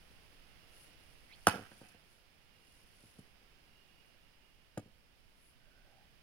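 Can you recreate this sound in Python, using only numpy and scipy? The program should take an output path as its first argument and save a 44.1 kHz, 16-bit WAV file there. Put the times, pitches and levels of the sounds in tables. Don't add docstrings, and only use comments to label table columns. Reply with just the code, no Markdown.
import sys
import numpy as np
from scipy import signal
from scipy.fft import rfft, irfft, next_fast_len
from scipy.io import wavfile

SR = 44100
rng = np.random.default_rng(int(sys.argv[2]) if len(sys.argv) > 2 else 0)


def put_to_file(sound):
    columns = np.atleast_2d(sound).T
    safe = np.clip(columns, -1, 1)
    whole_steps = np.round(safe * 32767)
    wavfile.write(sys.argv[1], SR, whole_steps.astype(np.int16))


N = 274329
T = np.arange(N) / SR
FFT_SIZE = 2 * next_fast_len(N // 2 + 4096)
BIN_HZ = np.maximum(np.arange(FFT_SIZE // 2 + 1) * SR / FFT_SIZE, 1)


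def from_db(db):
    return 10 ** (np.asarray(db) / 20)


def unit_rms(x):
    return x / np.sqrt(np.mean(x ** 2) + 1e-20)


def over_time(rows):
    time_s, *columns = np.transpose(rows)
    return [np.interp(T, time_s, column) for column in columns]


def over_hz(rows):
    freq_hz, *columns = np.transpose(rows)
    return [np.interp(np.log(BIN_HZ), np.log(freq_hz), column) for column in columns]


def panned(x, pan_db):
    return x * from_db([[pan_db / 2], [-pan_db / 2]])


def lowpass(x, cutoff_hz, order=1):
    sos = signal.butter(order, np.clip(cutoff_hz, 20, .45 * SR), fs=SR, output="sos")
    return signal.sosfilt(sos, x + 1e-18)


def event_window(start_s):
    span = slice(int(start_s * SR), int(start_s * SR) + SR // 4)
    return span, T[span] - start_s


def swell(peak_s, attack_s, release_s):
    return np.exp(-np.minimum(((T - peak_s) / np.where(T < peak_s, attack_s, release_s)) ** 2, 50))


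def decay(age_s, t60_s, rise_s):
    age_s = np.maximum(age_s, 0)
    return (1 - np.exp(-age_s / rise_s)) * np.exp(-np.minimum(np.log(1000) * age_s / t60_s, 50))


def grain(depth_db, rate_hz):
    flicker = unit_rms(lowpass(rng.standard_normal(N), rate_hz, order=2))
    return unit_rms(from_db(depth_db * flicker))


def noise(spectrum_db):
    return unit_rms(irfft(rfft(rng.standard_normal(FFT_SIZE)) * from_db(spectrum_db))[:N])


def narrow_band(pitch_hz, width_hz):
    in_phase, quadrature = unit_rms(lowpass(rng.standard_normal((2, N)), width_hz, order=2))
    phase = 2 * np.pi * np.cumsum(pitch_hz * np.ones(N)) / SR
    return in_phase * np.cos(phase) + quadrature * np.sin(phase)


def ring(modes, age_s, pitch_ratio=1):
    pitch_hz, level_db, t60_s = np.transpose(modes)
    age_s = np.maximum(age_s, 0)[:, None]
    phase = 2 * np.pi * pitch_hz * pitch_ratio * age_s
    envelopes = decay(age_s, t60_s, rise_s=1 / (2 * np.pi * pitch_hz))
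    body = (np.cos(phase) * envelopes) @ from_db(level_db)
    return signal.sosfilt(signal.butter(6, 90, "high", fs=SR, output="sos"), body)


# freq_hz, coherence
COHERENCE = [(25, 0.1), (100, 0.7), (400, 0.5), (1000, 0.2), (2000, 0), (8000, 0.05)]


def diffuse(spectrum_db):
    coherence = np.clip(over_hz(COHERENCE)[0], 0, 1)
    mid, side = rfft(rng.standard_normal((2, FFT_SIZE)))
    stereo = np.sqrt(1 + coherence) * mid + np.sqrt(1 - coherence) * side * [[1], [-1]]
    return unit_rms(irfft(stereo * from_db(spectrum_db))[:, :N])


# time_s, hush_db, wind_db
AIR_LEVELS = [(0.0, -71, -69.5), (.57, -70.5, -70), (.85, -70, -72.5), (1.14, -71, -69.5), (1.7, -70, -73),
              (2.15, -74.5, -77), (3.3, -73, -73.5), (4.05, -74, -75.5), (4.9, -76.5, -73.5),
              (6.22, -74.5, -72.5)]
# freq_hz, gain_db
FOLIAGE_SPECTRUM = [(40, -4.5), (150, 0), (300, -4), (700, -5), (1150, -8), (1550, -9), (2800, -6),
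                    (4000, -11), (5200, -15), (7000, -19.5), (10000, -23), (15000, -17)]
# freq_hz, gain_db
RUMBLE_SPECTRUM = [(12, 0), (28, 0.5), (42, -6.5), (65, -8), (110, -15), (250, -22.5), (800, -52.5)]


def air(hush_gain_db=5, wind_gain_db=3.5):
    hush_db, wind_db = over_time(AIR_LEVELS)
    hush = from_db(hush_gain_db + hush_db) * diffuse(over_hz(FOLIAGE_SPECTRUM)[0])
    wind = from_db(wind_gain_db + wind_db) * diffuse(over_hz(RUMBLE_SPECTRUM)[0])
    return panned(hush, pan_db=-2.5) + panned(wind, pan_db=-3.5)


# peak_s, length_s, level_db
CRICKET_SPELLS = [(.75, .9, -81), (2.65, .4, -82), (3.9, .6, -80), (4.55, .52, -85)]


def crickets():
    singing = sum(from_db(level_db) * swell(peak_s, length_s / 2, length_s / 2)
                  for peak_s, length_s, level_db in CRICKET_SPELLS)
    return panned(singing * narrow_band(pitch_hz=2850, width_hz=26), pan_db=-8.0)


# pitch_hz, width_hz, peak_s, attack_s, release_s, level_db
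ROOSTER_BANDS = [(760, 70, 5.98, 0.13, 0.078, -72.5), (627, 86, 5.92, 0.35, 0.14, -78),
                 (1530, 73, 5.76, 0.2, 0.27, -79)]


def rooster():
    call = sum(from_db(level_db) * swell(peak_s, attack_s, release_s) * narrow_band(pitch_hz, width_hz)
               for pitch_hz, width_hz, peak_s, attack_s, release_s, level_db in ROOSTER_BANDS)
    return panned(call, pan_db=-2.0)


# peak_s, length_s, level_db
RUSTLES_AND_TICKS = [(.1, 1, -77), (0.804, 0.19, -65.5), (1.105, 0.29, -73), (1.494, 0.33, -67.5),
                     (1.811, 0.27, -67.5), (1.889, 0.011, -63.5), (2.125, 0.13, -72.5), (2.76, 0.28, -71.5),
                     (3.059, 0.29, -69), (3.193, .025, -68), (4.081, 0.068, -79), (5.379, .25, -84.5)]
# freq_hz, gain_db
RUSTLE_TICK_SPECTRUM = [(500, -14), (1600, -9.5), (2600, -8), (4500, 4), (7000, 1), (10000, 2.5),
                        (12000, 3), (15500, -12.5)]
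# peak_s, level_db
PALM_SLIDES = [(.83, -66), (5.48, -70.5)]
# freq_hz, gain_db
PALM_SPECTRUM = [(3000, -33.5), (7500, -7), (9000, -5), (10500, 2), (11800, -1), (13500, -7.5),
                 (15500, -19)]


def rustles_and_ticks(rest_db=-86, gain_db=-5.5):
    swells = from_db(rest_db) + sum(from_db(level_db) * swell(peak_s, length_s / 2, length_s / 2)
                                    for peak_s, length_s, level_db in RUSTLES_AND_TICKS)
    sliding = sum(from_db(level_db) * swell(peak_s, attack_s=.094, release_s=.043)
                  for peak_s, level_db in PALM_SLIDES)
    grains = swells * grain(depth_db=3.0, rate_hz=200) * diffuse(over_hz(RUSTLE_TICK_SPECTRUM)[0])
    palm = sliding * diffuse(over_hz(PALM_SPECTRUM)[0])
    return from_db(gain_db) * panned(grains + palm, pan_db=2.0)


def scatter(spectrum_db, delay_s, t60_s, rise_s):
    echoes = diffuse(spectrum_db) * grain(depth_db=5.5, rate_hz=400) * decay(T - delay_s, t60_s, rise_s)
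    return unit_rms(echoes[:, :SR]) / np.sqrt(SR)


# freq_hz, near_db, far_db
YARD_SPECTRA = [(60, -22, -3), (200, -6, 3), (490, -2.5, -14), (750, -6.5, 3), (1000, -3.5, -10),
                (1250, -6, -19), (1700, -2, -1), (2100, 5, 8.5), (2800, 2, 12.5), (4000, 2, -6),
                (5200, -.5, -8), (6840, -5.5, -15), (9980, -4.5, -20), (14890, 0, -23)]


def yard_echo(x):
    near_db, far_db = over_hz(YARD_SPECTRA)
    woodpile = from_db(-12) * scatter(near_db, delay_s=.0046, t60_s=.39, rise_s=.0019)
    house = from_db(-45) * scatter(far_db, delay_s=.165, t60_s=.24, rise_s=.013)
    trees = from_db(-40.5) * scatter(far_db, delay_s=.333, t60_s=.65, rise_s=.058)
    return panned(signal.fftconvolve(x, woodpile + house + trees, axes=1)[:, :N], pan_db=-4.5)


# freq_hz, gain_db
BARK_SPECTRUM = [(200, -16.5), (1500, -13.5), (3000, -2), (5000, -6.5), (7300, 11), (10000, 1.5),
                 (15000, 3)]


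def bark_crush():
    return noise(over_hz(BARK_SPECTRUM)[0]) * grain(depth_db=2.0, rate_hz=900)


# start_s, level_db, hardness_hz, pitch_ratio
LANDINGS = [(1.498, -48.5, 2600, 1.2), (1.5215, -49.5, 2200, 1.4), (1.5359, -37, 1200, 1),
            (1.5402, -33.5, 2400, 1.01), (1.5515, -36, 1300, .98), (1.5565, -35.5, 1400, 1),
            (1.5795, -39, 1500, 1.04), (1.5905, -36, 1000, 1.06), (1.608, -45, 650, 1),
            (1.618, -46, 750, 1.08), (1.7157, -47.5, 2800, 1.12), (1.7301, -56, 1502, 1.04),
            (1.8132, -41.5, 800, 1.11), (1.9457, -49, 616, 0.995), (3.0350, -44.5, 278, 1.15),
            (3.187, -36.5, 260.4, 0.91), (3.272, -56, 300, 0.94), (4.824, -50, 400, 0.89),
            (4.857, -45.5, 320, 0.89), (4.875, -51, 453, 1.05)]


def contacts(count=3, gap_s=.0175, loss_db=11, softening=.8, spread=.12):
    jitter = np.exp(spread * rng.standard_normal((len(LANDINGS), count, 2)))
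    for (start_s, level_db, hardness_hz, pitch_ratio), draws in zip(LANDINGS, jitter):
        for bounce, (gap_ratio, detune) in enumerate(draws):
            yield (start_s + bounce * gap_s * gap_ratio,
                   level_db - bounce * loss_db,
                   hardness_hz * softening ** bounce,
                   pitch_ratio * (detune if bounce else 1))


# pitch_hz, level_db, t60_s
PIECE_MODES = [(108, -13, .07), (152, -10, .05), (205, -6, .045), (260, -9, .04), (495, -7, 0.047),
               (590, -9.5, .028), (697, -10.5, 0.046), (810.6, -10, 0.032), (1090, -14, .035),
               (1384, -11, .06), (1600, -15, .04), (2550, -19.5, .05), (3040, -20, .04)]


def log_knocks(bark_db=-15):
    out = np.zeros(N)
    bark = bark_crush()
    for start_s, level_db, hardness_hz, pitch_ratio in contacts():
        span, age_s = event_window(start_s)
        body = lowpass(ring(PIECE_MODES, age_s, pitch_ratio), hardness_hz, order=2)
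        tick = from_db(bark_db) * bark[span] * decay(age_s, t60_s=.033, rise_s=.0002)
        out[span] += from_db(level_db) * (body + lowpass(tick, 2 * hardness_hz))
    return panned(out, pan_db=-2.0)


# start_s, level_db, hardness_hz
BLOCK_CONTACTS = [(4.7742, -28.5, 1280), (4.7921, -39.5, 900)]
# pitch_hz, level_db, t60_s
LOADED_BLOCK_MODES = [(114.1, -12.5, 0.051), (148, -5, 0.055), (195, -4, 0.057), (298, -5.5, 0.065),
                      (528, -3.5, 0.028), (595, -6, 0.026), (723, -11.5, .04), (823, -20, 0.044),
                      (1204, -14, 0.065), (1470, -15, 0.035), (1586, -11, 0.023), (1814, -27, .06),
                      (2240, -24.5, 0.099), (2546, -29, .09), (3060, -11.5, 0.039)]


def log_on_block(bark_db=-5.5, bark_delay_s=.0019, notch_hz=1040, notch_q=3.0):
    out = np.zeros(N)
    bark = bark_crush()
    for start_s, level_db, hardness_hz in BLOCK_CONTACTS:
        span, age_s = event_window(start_s)
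        body = lowpass(ring(LOADED_BLOCK_MODES, age_s), hardness_hz, order=2)
        tick = from_db(bark_db) * bark[span] * decay(age_s - bark_delay_s, t60_s=.035, rise_s=.00018)
        out[span] += from_db(level_db) * (body + lowpass(tick, 2 * hardness_hz))
    hollow = signal.lfilter(*signal.iirnotch(notch_hz, notch_q, fs=SR), out + 1e-18)
    return panned(hollow, pan_db=1.3)


# slow_hz, fast_hz, peak_s, half_length_s, level_db
SWING_TONES = [(2080, 2650, 1.319, .021, -60.5), (2500, 3350, 1.338, .013, -64),
               (3095, 4456, 1.334, .019, -65.5)]


def axe_swish(mid_climb_s=1.324, climb_s=.014):
    speed = (1 + np.tanh((T - mid_climb_s) / climb_s)) / 2
    out = np.zeros(N)
    for slow_hz, fast_hz, peak_s, half_length_s, level_db in SWING_TONES:
        tone = narrow_band(slow_hz + (fast_hz - slow_hz) * speed, width_hz=170)
        out += from_db(level_db) * swell(peak_s, half_length_s, half_length_s) * tone
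    return out


# start_s, level_db
TEAR_BURSTS = [(1.4676, -33), (1.4693, -17.5), (1.4715, -15), (1.475, -32), (1.4805, -26.5), (1.4845, -29),
               (1.4915, -37)]
# freq_hz, gain_db
FIBRE_SPECTRUM = [(50, -40), (110, -15), (250, -9), (380, -15), (780, 2.5), (1050, 2), (1450, -1),
                  (1760, -15), (2200, -10.5), (3000, 0), (4000, -11), (5000, -10), (6400, -1), (7400, -7),
                  (8800, 0), (10000, -2.5), (15000, -8.5)]


def fibre_tears(bite_s, bite_t60_s=.008, t60_doubling_s=.0073, bite_cutoff_hz=14050, halving_s=.011):
    out = np.zeros(N)
    fibres = noise(over_hz(FIBRE_SPECTRUM)[0]) * grain(depth_db=2.2, rate_hz=900)
    for start_s, level_db in TEAR_BURSTS:
        span, age_s = event_window(start_s)
        since_bite_s = start_s - bite_s
        t60_s = bite_t60_s * 2 ** (since_bite_s / t60_doubling_s)
        cutoff_hz = bite_cutoff_hz / 2 ** (since_bite_s / halving_s)
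        burst = fibres[span] * decay(age_s, t60_s, rise_s=.0003)
        out[span] += from_db(level_db) * lowpass(burst, cutoff_hz)
    return out


# pitch_hz, level_db, t60_s
WHOLE_LOG_MODES = [(111.5, -23.5, .05), (200, -17.5, .036), (279.7, -25, .06), (580, -22, .028),
                   (738, -17, .033), (796, -17, .025), (1070, -21, 0.022), (1210, -14.5, .017),
                   (1320, -16.5, .022), (1515, -16.5, .02)]
# pitch_hz, level_db, t60_s
AXE_HEAD_MODES = [(2558, -29, .022), (3020, -28, 0.019), (4870, -34, 0.019), (6400, -29, .012)]
# pitch_hz, level_db, t60_s
HALF_LOG_MODES = [(513, -36, 0.0598), (735, -33, .05), (856, -25, 0.054), (973.6, -29.5, 0.051),
                  (1070, -31.5, .05), (1290, -29.5, 0.046), (1357, -30, .05), (1482, -35.5, .07),
                  (2000, -43, .15), (2290, -43.5, .15), (2410, -44.5, .08), (2545, -44, .16),
                  (2670, -46.5, .12), (3057, -45.5, 0.095), (4460, -48, 0.068)]


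def axe_blow(bite_s=1.4697, split_s=1.4797, wedge_hz=1680):
    out = fibre_tears(bite_s)
    span, age_s = event_window(bite_s)
    out[span] -= lowpass(ring(WHOLE_LOG_MODES, age_s), wedge_hz, order=6) + ring(AXE_HEAD_MODES, age_s)
    span, age_s = event_window(split_s)
    out[span] += ring(HALF_LOG_MODES, age_s)
    return panned(out, pan_db=0.0)


def scene(knock_send_db=-7.0):
    blow = axe_blow()
    knocks = log_knocks() + log_on_block()
    echo = yard_echo(blow + from_db(knock_send_db) * knocks)
    return blow + knocks + echo + axe_swish() + rustles_and_ticks() + crickets() + rooster() + air()


# freq_hz, left_db, right_db
PORT_RESPONSE = [(29.45, 2, 2.5), (593, 1, 1.5), (1100, -1.5, 1.5), (1456.5, -1.5, 5.5), (2078, -6, 5.5),
                 (2970, -3, 5.5), (3970, -7.5, 2), (5100, -0.5, 8.5), (6200, 1.5, -1.5), (8000, -.5, -7),
                 (9360, 8.5, -10.5), (9930, 14, -11), (10570, 5.5, -9), (11000, 1.5, -6), (13400, 0, -5),
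                 (15440, -4, -1.5)]
# freq_hz, lag_ms
RIGHT_PORT_LAG = [(300, 0.3), (800, .22), (1500, 0.18), (2100, .11), (3000, 0.011), (8000, .02)]


def record(dry, hiss_db=-82.5, cutoff_hz=15800):
    cepstrum = irfft(np.log(from_db(over_hz(PORT_RESPONSE))))
    cepstrum[:, 1:FFT_SIZE // 2] *= 2
    cepstrum[:, FFT_SIZE // 2 + 1:] = 0
    lag_s = np.outer([0, 1], over_hz(RIGHT_PORT_LAG)[0] / 1000)
    response = np.exp(rfft(cepstrum) - 2j * np.pi * BIN_HZ * lag_s)
    coloured = irfft(rfft(dry, FFT_SIZE) * response)[:, :N]
    hiss = from_db(hiss_db) * rng.standard_normal((2, N))
    return signal.sosfilt(signal.ellip(10, .2, 80, cutoff_hz, fs=SR, output="sos"), coloured + hiss)


dry = scene()
out = record(dry)
put_to_file(out)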